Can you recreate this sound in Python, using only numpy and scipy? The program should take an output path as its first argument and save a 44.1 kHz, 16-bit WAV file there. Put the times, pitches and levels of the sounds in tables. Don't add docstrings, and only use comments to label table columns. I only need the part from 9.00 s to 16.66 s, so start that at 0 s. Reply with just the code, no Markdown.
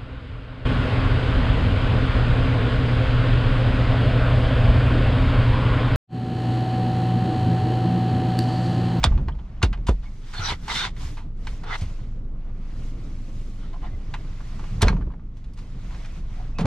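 import sys
import numpy as np
from scipy import signal
from scipy.fft import rfft, irfft
from scipy.io import wavfile
from scipy.ndimage import uniform_filter1d

SR = 44100
rng = np.random.default_rng(int(sys.argv[2]) if len(sys.argv) > 2 else 0)


def volts_from_db(level):
    exponent = np.asarray(level, float) / 20
    return 10 ** exponent


def wav_out(sig):
    wavfile.write(sys.argv[1], SR, np.round(np.clip(np.atleast_2d(sig).T, -1, 1) * 32767).astype(np.int16))


N = 337806


def evened(x):
    return x / np.sqrt(np.mean(x ** 2) + 1e-20)


def read(points, hz):
    f, value = np.transpose(points)
    return np.interp(np.log(hz + 1), np.log(f + 1), value)


def add(mix, start_s, sound):
    part = mix[..., round(start_s * SR):][..., :sound.shape[-1]]
    part += sound[..., :part.shape[-1]]


def follow(s, db):
    return volts_from_db(np.interp(np.arange(N) / SR, s, db))


def moves(rows, shape, rest_db, rest_colour):
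    s = np.arange(0, N / SR + .01, .001)
    peak, rise, fall, db, colour = np.transpose(rows)[..., None]
    away = np.maximum((peak - s) / abs(rise), (s - peak) / abs(fall))
    power = volts_from_db(np.maximum(2 * (db - 20 * away ** shape), -400))
    rest = volts_from_db(2 * rest_db)
    total = power.sum(0) + rest
    return s, 10 * np.log10(total), ((power * colour).sum(0) + rest * rest_colour) / total


# pitch_hz, likeness (1 = same)
LIKENESS = [(60, 1), (300, 0.98), (700, 0.88), (1500, 0.39), (3000, 0.74), (7000, 0.098), (15000, 0.54)]


def ported(colour_db, patchy_db, flicker_db, size):
    frames = 4 * N // size + 5
    hz = np.fft.rfftfreq(size, 1 / SR)[:, None]
    a, b, c, d, patches = rng.standard_normal((frames, len(hz), 5)).T
    patches = uniform_filter1d(patches, size=4, axis=0)
    patches = evened(uniform_filter1d(patches, size=12, axis=1))
    flicker = evened(uniform_filter1d(rng.standard_normal(frames), size=3))
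    gain = volts_from_db(colour_db(hz, np.arange(frames) * size / 4 / SR))
    gain = gain / np.sqrt((gain ** 2).mean(0))
    gain = gain * volts_from_db(patchy_db * patches + flicker_db * flicker)
    same = np.clip(read(LIKENESS, hz), -1, 1)
    left = a + 1j * b
    right = same * left + np.sqrt(1 - same ** 2) * (c + 1j * d)
    spectra = np.array([left, right]) * gain
    return evened(signal.istft(spectra, nperseg=size, noverlap=3 * size // 4)[1][:, :N])


# time_s, level_db
IDLE_LEVEL = [(0, -53), (.45, -39), (1.1, -31), (1.2, -36.5), (1.47, -32.5), (1.73, -37.5), (2.15, -30.5),
              (3.5, -29.5), (4.5, -30), (5.67, -31), (6.2, -35.5), (6.4, -35), (6.6, -36.5), (7.1, -32.5),
              (7.66, -27)]
# multiple of the turning rate, level_db
IDLE_ORDERS = [(1, 0), (2, -22.5), (4.5, -16)]
IDLE_HZ = 24.1


def idle():
    t = np.arange(N) / SR
    orders = 0
    for multiple, db in IDLE_ORDERS:
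        orders = orders + volts_from_db(db) * np.sin(2 * np.pi * (multiple * IDLE_HZ * t + rng.random()))
    return np.sqrt(2) * follow(*np.transpose(IDLE_LEVEL)) * orders


# pitch_hz, level_db (per Hz)
CABIN_COLOUR = [(18, -24), (30, 4), (80, -22.5), (107, -14), (140, -17), (202, -22), (309, -30),
                (367, -34.5), (428, -36), (926, -51), (1240, -48.5), (3000, -81), (3900, -101),
                (6600, -120)]
# (above 200 Hz, against the boom)
SHAKES = [
    (.19, 0.62, 0.25, -22.5, -4.5),
    (.74, 0.36, 0.26, -29, -4),
    (1.55, 0.75, 4.1, -38, 1.5),
    (4.3, 6, 5.3, -38, 6),
    (2.94, 0.84, 0.44, -41, 2.5),
    (5.95, 0.45, 0.24, -21, -4.5),
    (6.78, 0.44, 1.6, -35.5, -2.5),
    (7.66, 0.88, .5, -34, 0.5),
]


def rumble():
    s, db, hum_db = moves(SHAKES, shape=1.24, rest_db=-41.5, rest_colour=-4)

    def colour_db(hz, at):
        return read(CABIN_COLOUR, hz) + np.interp(at, s, hum_db) * (hz > 200)
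    return follow(s, db + 1.0) * ported(colour_db, 0.51, 1.92, size=2048)


# pitch_hz, level_db (per Hz)
CLOTH_COLOUR = [(350, -30.5), (600, -1), (716, -1.5), (903, -9), (980, -1), (1200, -5.5), (1380, -6),
                (1760, -9.5), (2080, -6.5), (2350, -9.5), (6440, -18.5), (12400, -37.5), (15600, -55.5)]
# peak_s, rise_s, fall_s, level_db, brightness_db (per octave)
ARM_MOVES = [(0, .1, 0.29, -46.5, -2), (.5, .5, 1, -61, -2), (1.15, .5, .3, -65.5, 7.5),
             (1.48, 0.25, 0.1, -45, 4), (1.77, .2, .13, -47.5, 6.5), (2.03, 0.088, 0.2, -48.5, 5),
             (2.5, 0.14, 0.23, -52.5, 2.5), (2.78, 0.16, 0.42, -51.5, 1.5), (3.49, 0.22, .07, -59.5, -4),
             (3.68, .25, .5, -59, -1), (3.88, 0.37, .1, -58.5, 5.5), (4.03, 0.25, .5, -58.5, 2),
             (4.42, 0.59, .5, -59.5, 4.5), (4.82, 0.34, 0.25, -60.5, 0.5), (5.18, .6, 0.51, -59, 0),
             (5.72, 1.1, 0.36, -53, 1.5), (5.88, .1, 0.12, -48, -2), (6.38, 0.074, 0.16, -71.5, 7.5),
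             (6.5, .2, .2, -66.5, -0.5), (6.58, 0.025, .25, -59, 2.5), (6.98, 0.42, .35, -52.5, 1),
             (7.18, 0.14, .06, -54.5, 1.5), (7.38, 0.22, .28, -53.5, 0), (7.6, 0.14, .2, -60.5, -1.5)]


def sleeve():
    s, db, tilt = moves(ARM_MOVES, shape=1.57, rest_db=-69.5, rest_colour=-1.5)

    def colour_db(hz, at):
        return read(CLOTH_COLOUR, hz) + np.interp(at, s, tilt) * np.log2(hz / 2500 + 0.077)
    return follow(s, db + 2.0) * ported(colour_db, 1.4, 0.26, size=256)


# start_s, length_s, pitch_hz, width_hz, level_db
SQUEAKS = [(0.32, 0.015, 3200, 400, -60), (0.341, 0.018, 880, 200, -53), (0.384, 0.022, 3240, 400, -59.5),
           (1.053, 0.035, 2210, 150, -57.5), (4.627, 0.04, 1326, 200, -56.5),
           (4.725, 0.048, 1035, 250, -51), (4.729, 0.032, 750, 250, -49), (4.82, 0.057, 1050, 250, -48.5),
           (4.82, 0.062, 783, 200, -46), (4.907, 0.054, 2050, 200, -66), (5.135, 0.024, 970, 120, -40),
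           (5.923, 0.062, 6300, 200, -73), (6.099, 0.019, 1017, 120.5, -52),
           (7.384, 0.032, 750, 160, -47.5), (7.538, 0.072, 2584, 99, -59)]


def squeaks():
    out = np.zeros(N)
    for s, length, hz, width_hz, db in SQUEAKS:
        t = np.arange(0, length, 1 / SR)
        r = np.exp(-np.pi * width_hz / SR)
        a, b = rng.standard_normal((2, SR // 4))
        drift = signal.lfilter([1], [1, -2 * r, r * r], a + 1j * b).real
        wobble = 1.1 + evened(drift)[-len(t):]
        tone = np.sin(2 * np.pi * hz * t) * signal.windows.tukey(len(t), .35)
        add(out, s, volts_from_db(db) * wobble * tone)
    return out


def thumps(blows, cycles):
    t = np.arange(SR // 2) / SR
    out = np.zeros(N)
    frame = signal.butter(2, [150, 480], "band", fs=SR, output="sos")
    rattles = evened(signal.sosfilt(frame, rng.standard_normal((len(blows), len(t)))))
    for (s, db, start_hz, end_hz, rattle_db), rattle in zip(blows, rattles):
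        turns = np.cumsum(end_hz + (start_hz - end_hz) * np.exp(-t / .018)) / SR
        push = volts_from_db(-60 * t * end_hz / cycles) * np.sin(2 * np.pi * turns)
        push = push + volts_from_db(rattle_db - 60 * t / 0.091) * rattle
        add(out, s, volts_from_db(db) * push * np.minimum(t / 0.0034, 1))
    return out


# start_s, level_db (peak), start_hz, end_hz, rattle_db
DOOR_THUMPS = [
    (7.589, -24, 193.7, 132.2, -1.5),
    (7.61, -17.5, 212, 152.6, -9.5),
    (7.642, -18, 152.3, 97.2, -8.5),
    (7.651, -10.5, 110, 90, -7.5),
]


def door_thumps():
    return thumps(DOOR_THUMPS, cycles=61)


# start_s, level_db (peak), start_hz, end_hz, rattle_db (seat frame)
SEAT_THUMPS = [(.045, -19, 167, 72, -2), (.069, -10.5, 80, 63.5, -22), (0.111, -10, 38, 36.4, -28),
               (0.138, -17.5, 100, 58, -20), (0.277, -20.5, 96, 60, -14.5), (0.631, -7.5, 123, 42, -7.5),
               (0.785, -22, 50, 36.5, -21), (.888, -8.5, 90, 43, -7.5), (1.392, -20, 117, 81, -20),
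               (1.518, -24.5, 128, 60, -7.5), (2.049, -22.5, 67.4, 62, -30), (2.817, -16, 108, 87.4, -19.5),
               (2.829, -21.5, 95, 62, -19), (4.929, -24, 84, 63.7, -18), (5.8246, -8, 92, 74.8, -6.5),
               (5.843, -9.5, 44.7, 40.3, -9), (5.867, -18.5, 46, 42, -5.5), (5.9, -18.5, 168, 139, -9),
               (5.927, -20, 37, 32.9, -9.5), (5.984, -24.5, 75.8, 44.6, -12.5),
               (6.071, -23, 55, 44.3, -15.5)]


def seat_thumps():
    return thumps(SEAT_THUMPS, cycles=15)


# pitch_hz, level_db (per Hz)
SKIN_COLOUR = [(250, -47), (450, -1.5), (580, -40), (720, -2.5), (1400, -5), (2600, -7.5), (3600, -10.5),
               (5000, -14), (8800, -28), (12000, -47), (15600, -54)]
# pitch_hz, width_hz, level_db (over the scrape)
TRAY_MODES = [(890, 70, 3), (1420, 100, 3), (2060, 110, 4), (3050, 120, 4), (3560, 160, 6), (4250, 150, 4),
              (5760, 150, 5), (2600, 150, -5)]
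# middle_s, half_length_s, pitch_hz, width_hz, level_db (extra)
FREED_MODES = [(1.357, 0.032, 1610, 200, 12), (1.366, 0.031, 3570, 120, 13), (1.37, .04, 4300, 120, 15),
               (1.427, 0.031, 1396, 70, 17), (1.503, 0.056, 895, 60, 4), (1.53, 0.014, 2210, 130, 5.5),
               (1.466, 0.037, 4000, 200, 13.5), (1.47, 0.033, 4870, 100, 15), (1.45, 0.035, 5800, 80, 19),
               (1.72, 0.035, 954, 60, 6), (1.698, 0.02, 2060, 130, 7.5), (1.72, .03, 3740, 100, 9),
               (1.755, 0.017, 2040, 100, 3.5), (1.806, .05, 1456, 80, 9), (1.796, 0.049, 3630, 150, 10),
               (1.806, 0.052, 4220, 150, 4.5), (1.872, 0.018, 810, 120, 3.5), (2.716, 0.044, 1335, 120, 10),
               (2.734, 0.019, 3070, 130, 6.5), (2.74, 0.012, 3800, 150, 7.5), (2.736, 0.028, 2000, 130, 8),
               (4.883, 0.018, 1770, 150, 12)]
# peak_s, rise_s, fall_s, level_db, brightness_db (per octave)
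STROKES = [(1.04, 0.029, 0.081, -59, 1.5), (1.31, 0.13, 0.042, -52.5, 1.5), (1.345, 0.022, 0.22, -39, -2.5),
           (1.5, 0.135, 0.051, -25.5, 0.5), (1.716, 0.036, 0.024, -25.5, 2),
           (1.77, 0.068, 0.11, -26.5, 5.5), (1.852, 0.19, 0.04, -27, -0.5), (2.056, 0.15, 0.084, -48.5, -2),
           (2.178, 0.016, 0.042, -48.5, -2.5), (2.64, .02, 0.19, -46.5, -16), (2.757, 0.11, 0.012, -29, -2),
           (2.79, 0.056, 0.032, -50, 13.5), (4.632, 0.089, 0.15, -55, -0.5),
           (4.74, 0.016, 0.024, -54.5, -2.5), (4.85, 0.04, 0.063, -46.5, -4.5),
           (7.595, 0.013, 0.22, -44.5, 6), (7.645, 0.061, 0.05, -36.5, -19.5)]


def palm():
    s, db, tilt = moves(STROKES, shape=1.9, rest_db=-120, rest_colour=0)

    def colour_db(hz, at):
        level = read(SKIN_COLOUR, hz) + np.interp(at, s, tilt) * np.log2(hz / 2500 + 0.12)
        for f, width, d in TRAY_MODES:
            level = level + d / (1 + ((hz - f) / width) ** 2)
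        for middle, half, f, width, d in FREED_MODES:
            freed = np.exp(-((at - middle) / half) ** 4)
            level = level + d / (1 + ((hz - f) / width) ** 2) * freed
        return level
    grains = np.repeat(rng.exponential(1, N // 40 + 1), 40)[:N]
    catches = volts_from_db(0.96 * uniform_filter1d(grains, size=30))
    return follow(s, db) * evened(ported(colour_db, 2.0, 0.46, size=512) * catches)


# pitch_hz, level_db (per Hz)
PLASTIC_COLOUR = [(410, -27), (620, -10), (800, 0.5), (1360, -1.5), (1530, -2.5), (2740, -4), (3240, -6),
                  (3940, -8.5), (4320, -6.5), (5110, -12.5), (8930, -21), (15600, -52.5)]


def clacks(rows, hard):
    t = np.arange(8192) / SR
    hz = np.fft.rfftfreq(8192, 1 / SR)
    out = np.zeros(N)
    rise = np.minimum(t / (0.0009 + 0.0033 * (1 - hard) ** 2), 1)
    crack = 3.0 * hard * np.exp(-t / .0012)
    for s, db, ring_hz, tilt, t60, in rows:
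        burst = rng.standard_normal(len(t)) * (volts_from_db(-60 * t / max(t60, .01)) + crack) * rise
        ring_db = 10 * np.log10(1 + 4.0 / (1 + ((hz - ring_hz) / 200) ** 2))
        tilt_db = tilt * np.log2(np.maximum(hz, 1100) / 2500)
        colour_db = np.maximum(read(PLASTIC_COLOUR, hz) + tilt_db + ring_db, -100)
        log_gain = np.log(volts_from_db(colour_db))
        circle = np.concatenate([log_gain, log_gain[-2:0:-1]])
        causal = np.exp(np.conj(signal.hilbert(circle)))[:len(hz)]
        clack = irfft(rfft(burst) * causal)
        add(out, s, volts_from_db(db - 3.0) * clack / abs(clack).max())
    return out


# start_s, level_db (peak), ring_hz, brightness_db (per octave), decay_s (60 dB)
PATS = [(.03, -16.5, 2500, -1, 0.091), (.118, -30.5, 900, -7, 0.064), (.174, -28, 1000, -5, 0.055),
        (.771, -40, 860, -3, 0.062), (.883, -15.5, 870, -3.5, 0.041), (.889, -21.5, 840, 2.5, 0.026),
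        (2.797, -40, 700, -11, 0.045), (4.728, -40.5, 1000, -1, .09), (4.818, -42, 1000, -1, 0.27),
        (1.029, -40, 810, -3.5, 0.27), (1.333, -28, 1430, 2, 0.17), (1.679, -18.5, 860, 0, 0.1),
        (1.962, -34.5, 1980, 0.5, 0.13), (2.468, -21.5, 2300, -0.5, 0.037),
        (2.634, -31.5, 1300, -1.5, .086), (2.808, -31.5, 2300, 5, 0.16), (5.638, -34.5, 700, -5.5, 0.051),
        (5.8074, -23.5, 1110, 0, 0.14), (5.813, -16.5, 1112, -2, 0.16), (5.868, -21.5, 1200, -1, 0.091),
        (5.845, -32.5, 930, -15.5, 0.11), (5.856, -31, 2980, 2.5, 0.1), (7.653, -18, 929, -1, .091)]


def pats():
    return clacks(PATS, hard=0.049)


# start_s, level_db (peak)
BOUNCES = [
    (5.924, -27),
    (5.965, -31),
    (6.009, -35),
    (6.066, -44),
    (6.103, -42),
    (6.136, -41),
    (6.193, -46),
]


def bounces():
    return clacks([(s, db, 1000, -8, 0.039) for s, db in BOUNCES], hard=0.25)


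# start_s, level_db (peak), ring_hz, brightness_db (per octave), decay_s (60 dB)
KNOCKS = [(.043, -14, 4270, 4, 0.028), (.059, -18, 1320, -3.5, 0.045), (.349, -45, 1010, -2, 0.036),
          (.282, -23, 950, -5, 0.051), (.386, -38, 824, -3.5, 0.096), (.727, -23.5, 3060, -5, 0.066),
          (.617, -20.5, 1190, -6, 0.12), (.6255, -11, 3750, 2.5, 0.076), (.867, -23.5, 960, 4, 0.14),
          (5.138, -18.5, 1880, -3, 0.054), (5.592, -33, 1240, -3.5, 0.054), (5.8185, -7.5, 11070, 8, 0.019),
          (5.822, -10, 3360, -1.5, 0.027), (5.887, -19.5, 1200, -4, .07), (6.019, -37, 1500, -9, .04),
          (6.118, -47, 1480, -2, .04), (6.368, -44, 847, 3.5, 0.064), (6.441, -46, 3620, 2, .05),
          (6.534, -46.5, 4530, 12, 0.058), (6.573, -41, 1050, 3.5, 0.16), (6.586, -40, 1100, 4, 0.067),
          (6.945, -35.5, 1200, -1.5, 0.036), (7.046, -36, 840, -2.5, 0.066), (7.057, -36, 6100, 2, 0.024),
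          (7.606, -24.5, 960, 2, .07)]


def knocks():
    return clacks(KNOCKS, hard=0.25)


# start_s, level_db (peak), ring_hz, brightness_db (per octave), decay_s (60 dB)
SNAPS = [
    (.04, 2.8, 3360, -0.5, 0.0092),
    (.639, -20, 1080, -10, 0.046),
    (2.171, -32.5, 887, -1, 0.25),
    (2.372, -57.5, 3450, 7, .03),
    (5.404, -34, 1017, -4.5, 0.052),
    (5.8295, -6, 1600, 0, 0.022),
    (5.882, -7, 2400, -2.5, 0.02),
    (.629, -8, 794, -1, 0.035),
    (6.907, -38, 948, -3, 0.36),
    (7.585, -19.5, 696, -1, 0.14),
]


def snaps():
    return clacks(SNAPS, hard=0.63)


# pitch_hz, decay_s (60 dB)
CABIN_DECAY = [(200, 0.25), (1000, 0.082), (4000, 0.086), (12000, 0.047)]


def cabin(x):
    taps = np.zeros((2, SR // 4))
    jitter = rng.integers(0, 20, (2, (SR // 4 - 61) // 20))
    at = np.arange(60, SR // 4 - 20, 20) + jitter
    np.put_along_axis(taps, at, rng.choice([-1., 1.], at.shape), 1)
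    taps[1] = 1.0 * taps[0] + 1.3 * taps[1]
    hz, t, z = signal.stft(taps, SR, nperseg=256)
    fading = volts_from_db(-60 * t / read(CABIN_DECAY, hz)[:, None])
    tail = signal.istft(z * fading, SR, nperseg=256)[1]
    return signal.fftconvolve(x[None], tail / np.linalg.norm(tail[0]), axes=1)[:, :N]


def scene():
    background = idle() + rumble() + sleeve()
    small = squeaks() + pats() + bounces() + knocks() + snaps()
    echoes = volts_from_db(-10.5) * cabin(small)
    return background + door_thumps() + seat_thumps() + palm() + small + echoes


# pitch_hz, lead_rad
PORT_LEAD = [(20, 0), (250, .06), (1000, .4), (3000, .7), (6300, 1.1), (9000, 2.2), (12000, 1.8),
             (15000, 1.5)]
# pitch_hz, level_db (left over right)
PORT_LEAN = [(20, -.3), (200, -.6), (700, -1.2), (1300, -.3), (2400, -1.4), (4400, -1), (8000, 2),
             (15000, 1)]


def two_ports(dry):
    padded = np.pad(dry, [(0, 0), (2048, 2048)], "reflect", reflect_type="odd")
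    hz = np.fft.rfftfreq(padded.shape[1], 1 / SR)
    left = volts_from_db(read(PORT_LEAN, hz) / 2) * np.exp(.5j * read(PORT_LEAD, hz))
    spectra = rfft(padded) * np.array([left, 1 / left])
    return irfft(spectra * (hz < 15770))[:, 2048:-2048]


def low_pass(x):
    return signal.sosfilt(signal.butter(12, 15770, fs=SR, output="sos"), x)


def record(dry):
    ports = two_ports(dry)
    mix = ports * np.minimum(np.arange(N)[::-1] / 50, 1)
    return low_pass(mix)


dry = scene()
out = record(dry)
wav_out(out)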